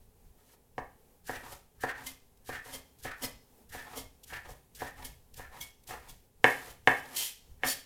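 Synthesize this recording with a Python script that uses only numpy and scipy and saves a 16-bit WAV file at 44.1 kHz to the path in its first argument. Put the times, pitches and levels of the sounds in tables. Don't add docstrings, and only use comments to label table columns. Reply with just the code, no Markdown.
import sys
import numpy as np
from scipy import signal
from scipy.fft import rfft, irfft
from scipy.io import wavfile
from scipy.ndimage import uniform_filter1d

SR = 44100
rng = np.random.default_rng(int(sys.argv[2]) if len(sys.argv) > 2 else 0)


def amplitude_ratio(level_db):
    exponent = np.asarray(level_db, float) / 20
    return 10 ** exponent


def put_to_file(sound):
    columns = np.atleast_2d(sound).T
    safe = np.clip(columns, -1, 1)
    whole_steps = np.round(safe * 32767)
    wavfile.write(sys.argv[1], SR, whole_steps.astype(np.int16))


N = 346185
T = np.arange(N) / SR
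CLOCK = T[::16]

# (time [s], relative blow level [dB], contact [ms], extra on upper board modes [dB])
LANDINGS = [(0.7803, -22.5, 0.35, -3), (1.2939, -22, 0.76, 9.5), (1.8367, -17, 0.77, 6),
            (2.4909, -23.5, 1, -8), (3.0525, -24, 1, -8), (3.7477, -31, 0.68, 0), (3.985, -48, 0.25, -1),
            (4.3244, -34.5, 0.65, 7), (4.490, -38, 0.6, -1), (4.819, -22, 0.8, 5), (5.395, -33, 0.56, -4),
            (5.908, -31.5, 0.36, 1), (6.4427, -7, 0.062, 4), (6.8739, -7.5, 0.075, 3),
            (7.6346, -21.5, 0.08, 7)]
# (pitch [Hz], level when struck [dB], level when rubbed [dB],
# time to fall 60 dB [s])
BOARD_MODES = [(128.7, -16, -11.5, 0.085), (273.9, -1, -11.5, 0.076), (372.6, -18, -14.5, 0.073),
               (470.6, 0.5, -7, 0.029), (562, -2, -7, 0.024), (712, 1.5, -2, 0.019),
               (855.5, 4, -4.5, 0.042), (959, -4, -14.5, 0.051), (1213, -5, -5, 0.014),
               (1374, -13, -16, 0.024), (1618, 3.5, -4, 0.014), (1757, -3, -3, 0.025),
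               (2140, 3, -31.5, 0.029), (2580, -6, -43.5, .02), (2680, 1.5, -32.5, 0.024),
               (3000, -9, -31.5, 0.025), (3603, -15.5, -35, 0.0083), (4006, -17, -59, 0.01)]
UPPER_HZ = 1300
# (hiss full from [s], rub full from [s], stop [s], hiss [dB], rub on upper modes [dB],
# rub on lower modes [dB]); a stop before a start counts as that start
PUSH_STROKES = [(1.273, 1.291, 1.56, -48.5, -64.5, -75), (1.823, 1.837, 1.82, -49.5, -57, -74),
                (2.477, 2.497, 2.575, -52, -56.5, -73.5), (3.036, 3.058, 3.046, -49.5, -60.5, -61.5),
                (3.73, 3.741, 3.96, -50.5, -62.5, -73.5), (4.277, 4.301, 4.4, -52.5, -66, -79),
                (4.796, 4.811, 4.885, -48.5, -64, -71.5), (5.374, 5.39, 5.36, -47.5, -66, -67.5),
                (5.892, 5.891, 5.96, -53.5, -76, -68.5), (6.459, 6.438, 6.7, -43, -101.5, -84.5),
                (6.886, 6.866, 6.99, -45.5, -89.5, -79), (7.677, 7.65, 7.49, -48, -63.5, -55)]
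# (start [s], stop [s], hiss at the stop [dB], rub [dB],
# squeak pitch halfway [Hz], squeak [dB])
DRAW_STROKES = [(0.391, 0.54, -63.5, -94.5, 900, -105), (1.451, 1.516, -60, -83, 1143, -83),
                (1.975, 2.065, -55.5, -77.5, 1000, -81.5), (2.65, 2.734, -52, -78, 1000, -81),
                (3.178, 3.241, -60, -79.5, 895, -84), (3.897, 3.96, -61.5, -79, 900, -91),
                (4.451, 4.497, -71, -79.5, 798.7, -93.5), (4.97, 5.031, -60, -79, 861, -78.5),
                (5.525, 5.594, -60.5, -79, 854, -75), (5.999, 6.085, -66.5, -81.5, 900, -87.5),
                (6.616, 6.707, -60, -75.5, 920, -100), (7.039, 7.225, -47.5, -74.5, 780, -94)]
# (middle [s], half length [s], hiss [dB], steel [dB], main steel ring [Hz],
# board shove [dB])
SIDE_FLICKS = [(1.527, .04, -55.5, -89, 3090, -94), (2.069, 0.01, -43, -67, 3150, -77.5),
               (2.746, 0.025, -47, -67.5, 3180, -73), (3.239, 0.029, -40, -61, 3060, -63),
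               (3.979, 0.034, -45, -68.5, 3196, -68), (4.505, 0.049, -60, -85.5, 3180, -81),
               (5.052, 0.016, -46.5, -69, 3250, -78), (5.618, .02, -46.5, -66, 3320, -81),
               (6.096, 0.02, -54, -79.5, 3350, -84), (6.707, 0.031, -65, -81, 3186, -93)]
# (full from [s], stop [s], hiss [dB], steel [dB], main steel ring [Hz],
# board shove [dB], extra on upper rings [dB])
HEAP_SCRAPES = [(7.169, 7.272, -34, -60, 3150, -97, -4.5), (7.675, 7.714, -36, -64, 3210, -71, 9.5)]
# (rise, change while it lasts, fall) [dB per s]
DRAW_RUB = (650, 7.3, 600)


def level(x, db):
    return x * amplitude_ratio(db) / np.sqrt(np.mean(x ** 2))


def colour(x, points):
    hz, db = np.transpose(points)
    bins = np.arange(len(x) // 2 + 1) * SR / len(x) + 1
    gain = amplitude_ratio(np.interp(np.log(bins), np.log(hz), db))
    return level(irfft(rfft(x) * gain, len(x)), 0)


def ring(force, hz, t60):
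    pole = np.exp(2j * np.pi * hz / SR - np.log(1000) / (t60 * SR))
    swing = signal.lfilter([1], [1, -pole], force).imag
    return np.diff(swing, prepend=0) * SR / (2 * np.pi * hz)


def walk(rate):
    hold = int(SR / rate)
    steps = np.repeat(rng.standard_normal(N // hold + 1), hold)
    return 1.3 * uniform_filter1d(uniform_filter1d(steps, hold), hold)[:N]


def grit(patchy_db, rate):
    return level(rng.standard_normal(N) * amplitude_ratio(patchy_db * walk(rate)), 0)


def gesture(start, stop, db, slopes):
    rise, drift, fall = slopes
    stop = max(stop, start)
    climbing = rise * np.maximum(start - CLOCK, 0)
    drifting = drift * (np.clip(CLOCK, start, stop) - start)
    falling = fall * np.maximum(CLOCK - stop, 0)
    return amplitude_ratio(db - climbing + drifting - falling)


def every_sample(gain):
    return np.interp(T, CLOCK, gain)


def knocks():
    # (frequency [Hz], relative level per Hz [dB])
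    tick_tint = [(1000, -8.5), (3500, -6.5), (6500, -7.5), (15500, -26.5)]
    rock_ms, rock_db = 1.691, -4
    force, tick = np.zeros((len(BOARD_MODES), N)), np.zeros(N)
    upper = np.array(BOARD_MODES)[:, 0] > UPPER_HZ
    spots = rng.standard_normal((len(LANDINGS), len(BOARD_MODES)))
    for (s, db, contact_ms, upper_db), luck in zip(LANDINGS, spots):
        near = slice(int(s * SR), int(s * SR) + 1000)
        t = T[near] - s
        push = 0
        for lag_ms, part_db in [(0, 0), (rock_ms, rock_db)]:
            progress = np.clip((t * 1000 - lag_ms) / contact_ms, 0, 1)
            push = push + amplitude_ratio(part_db) * np.sin(np.pi * progress) ** 2
        mode_gain = amplitude_ratio(db - 5.5 + upper * upper_db + 0.77 * luck)
        force[:, near] += np.outer(mode_gain, push / push.sum())
        tick[near] += amplitude_ratio(db - 33.0) * (t > 0) * np.exp(-np.abs(t) / 0.018)
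    board = 0
    for k, (hz, db, _, t60) in enumerate(BOARD_MODES):
        sign = (-1) ** (k // 2)
        board = board + sign * amplitude_ratio(db) * ring(force[k], hz, t60)
    return board + tick * colour(rng.standard_normal(N), tick_tint)


def rubbing():
    push_rub, flick_rub, push_sing = (940, -34, 900), (2100, 0, 420), (623, 20, 390)
    sing_s = 0.061
    flick_rub_db = -34.5
    draw_upper_db = -3
    force = grit(patchy_db=4.5, rate=90)
    flick = sum(gesture(s, s, db + flick_rub_db, flick_rub) for s, _, db, *_ in SIDE_FLICKS)
    draw = sum(gesture(a, b, db, DRAW_RUB) for a, b, _, db, *_ in DRAW_STROKES)
    sing = sum(gesture(a, a + sing_s, db, push_sing) for _, a, _, _, db, _ in PUSH_STROKES)
    push = sum(gesture(a, b, db, push_rub) for _, a, b, _, _, db in PUSH_STROKES)
    upper = every_sample(flick + amplitude_ratio(draw_upper_db) * draw + sing)
    lower = every_sample(flick + draw + push)
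    out = 0
    for hz, _, db, t60 in BOARD_MODES:
        gain = upper if hz > UPPER_HZ else lower
        out = out + amplitude_ratio(db) * ring(force * amplitude_ratio(1.5 * walk(15)) * gain, hz, t60)
    return out


def slicing():
    # (time [s], length [s], hiss [dB])
    nicks = [(1.244, 0.011, -75), (1.808, 0.012, -55.5), (2.374, .002, -66), (2.448, 0.041, -65),
             (2.987, 0.023, -61), (3.694, 0.011, -59.5), (4.235, 0.011, -53.5), (4.75, 0.031, -54),
             (5.342, 0.0027, -48.5), (5.837, 0.0044, -64), (5.872, 0.045, -55)]
    # (frequency [Hz], relative level per Hz [dB])
    hiss_tint = [(880, -52), (1500, -25.5), (3000, -6), (5600, -6), (12500, -5.5), (15300, -8.5),
                 (16000, -36)]
    nick_hiss, push_hiss, draw_hiss = (5000, 0, 3700), (1000, -92, 260), (770, 90, 650)
    scrape_hiss, after_hiss = (890, -58, 216), (1600, -62, 380)
    hold, flick_rise_db, flick_fall = 0.14, 34, 277.5
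    after_s, after_db = 0.15, -70.5
    gain = sum(gesture(s, s + length, db, nick_hiss) for s, length, db in nicks)
    gain += sum(gesture(a, b, db, push_hiss) for a, _, b, db, *_ in PUSH_STROKES)
    for a, b, db, *_ in DRAW_STROKES:
        start_db = db - draw_hiss[1] * (b - a)
        gain += gesture(a, b, start_db, draw_hiss)
    for s, half, db, *_ in SIDE_FLICKS:
        gain += gesture(s - hold * half, s + hold * half, db, (flick_rise_db / half, 0, flick_fall))
        gain += gesture(s, s + after_s, after_db, after_hiss)
    gain += sum(gesture(a, b, db, scrape_hiss) for a, b, db, *_ in HEAP_SCRAPES)
    wet_noise = colour(grit(patchy_db=1.5, rate=350), hiss_tint)
    return every_sample(gain) * amplitude_ratio(0.81 * walk(25)) * wet_noise


def flicking():
    # (multiple of the main ring [ratio], level [dB], time to fall 60 dB [s])
    blade_modes = [(0.666, -2, .08), (.95, -8, 0.016), (1, 0.5, 0.032), (1.06, -7.5, 0.0093),
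                   (1.419, -5.5, .03), (1.64, -7, 0.046), (1.72, -6, 0.028), (1.85, -5, 0.025),
                   (2.181, -3.5, .03), (2.55, -4.5, .015), (3.0, 0, 0.018), (3.331, 1.5, 0.011),
                   (4.0, 1, 0.016), (4.6, -8.5, 0.022)]
    shove_hz = 600
    edge_s = 0.05
    out, force = np.zeros(N), grit(patchy_db=-2.0, rate=710)
    bursts = [(*flick, 0) for flick in SIDE_FLICKS]
    bursts += [((a + b) / 2, (b - a) / 2 + edge_s, *rest) for a, b, *rest in HEAP_SCRAPES]
    for s, half, _, steel_db, main_hz, shove_db, upper_db in bursts:
        near = slice(int((s - half) * SR), int((s + half + .4) * SR))
        burst = force[near] * np.cos(np.pi / 2 * np.clip((T[near] - s) / half, -1, 1)) ** 2
        luck = rng.standard_normal(len(blade_modes))
        luck[0] -= 80 * half
        for (ratio, db, t60), u in zip(blade_modes, luck):
            ring_db = steel_db + db + (ratio > 1) * upper_db + 2 * u
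            out[near] += amplitude_ratio(ring_db) * ring(burst, ratio * main_hz, t60)
        for hz, db, _, t60 in BOARD_MODES:
            if hz < shove_hz:
                out[near] += amplitude_ratio(shove_db + db) * ring(burst, hz, t60)
    return out


def squeaking():
    glide, blur_t60_s = 0.15, 0.028
    gain, hz = 0, np.ones(N)
    for a, b, _, _, squeak_hz, db in DRAW_STROKES:
        gain = gain + gesture(a, b, db, DRAW_RUB)
        late = T > a - .1
        hz[late] = squeak_hz * (1 + glide * np.clip((T[late] - a) / (b - a) - .5, -1, 1))
    force = every_sample(gain) * (grit(patchy_db=6.5, rate=80) + 1j * rng.standard_normal(N))
    blur = signal.lfilter([1], [1, -np.exp(-np.log(1000) / (blur_t60_s * SR))], force)
    return (blur * np.exp(2j * np.pi * np.cumsum(hz) / SR)).real


def kitchen(x):
    # (middle [Hz], time to fall 60 dB [s], relative level [dB])
    echo_bands = [(157, 0.32, -1.5), (532, 0.31, -3.5), (1400, 0.33, -0.5), (3920, 0.58, -14.5),
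                  (10730, 0.75, -33.5)]
    t = T[:SR]
    tail = 0
    for hz, t60, db in echo_bands:
        band_pass = signal.butter(2, [hz / 1.75, hz * 1.834], "band", fs=SR, output="sos")
        band = signal.sosfilt(band_pass, rng.standard_normal(SR))
        tail = tail + amplitude_ratio(db) * band * np.sqrt(1 / (t60 * SR)) * amplitude_ratio(-60 * t / t60) * 4
    first_wall = np.clip((t - .002) / 0.0016, 0, 1)
    return signal.fftconvolve(x, tail * first_wall)[:N]


def thudding():
    # (time [s], thud [dB])
    bumps = [(.02, -61), (.27, -57.5), (3.271, -51.5), (5.04, -47), (5.40, -47), (7.52, -53.5)]
    # (frequency [Hz], relative level per Hz [dB])
    thud_tint = [(15, 0.5), (35, -2.5), (65, -1), (110, -7.5), (170, -12.5), (300, -42)]
    thud = (190, 0, 130)
    land_db, land_lag_s, flick_db, rest_db = -53, 0.02, -57, -69.5
    loads = [(landing[0] + land_lag_s, land_db) for landing in LANDINGS]
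    loads += [(flick[0], flick_db) for flick in SIDE_FLICKS]
    loads += bumps
    gain = amplitude_ratio(rest_db) + np.max([gesture(s, s, db, thud) for s, db in loads], axis=0)
    return every_sample(gain) * amplitude_ratio(1.5 * walk(22)) * colour(rng.standard_normal(N), thud_tint)


def room_tone():
    # (frequency [Hz], relative level per Hz [dB])
    room_tint = [(12, -47.5), (20, -3), (107, -8.5), (168, -7), (255, -0.5), (310, -12), (434, -1.5),
                 (624, -13), (802, -9), (1260, -21), (4810, -25.5), (12800, -20), (16000, -22)]
    return amplitude_ratio(-67 + 1.5 * walk(14.0)) * colour(rng.standard_normal(N), room_tint)


def scene():
    near = knocks() + rubbing() + slicing() + flicking() + squeaking()
    return (near + kitchen(near) + thudding() + room_tone())[None]


def top_cut(x):
    return signal.sosfilt(signal.butter(12, 16500, fs=SR, output="sos"), x)


def record(dry):
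    return top_cut(dry)


dry = scene()
out = record(dry)
put_to_file(out)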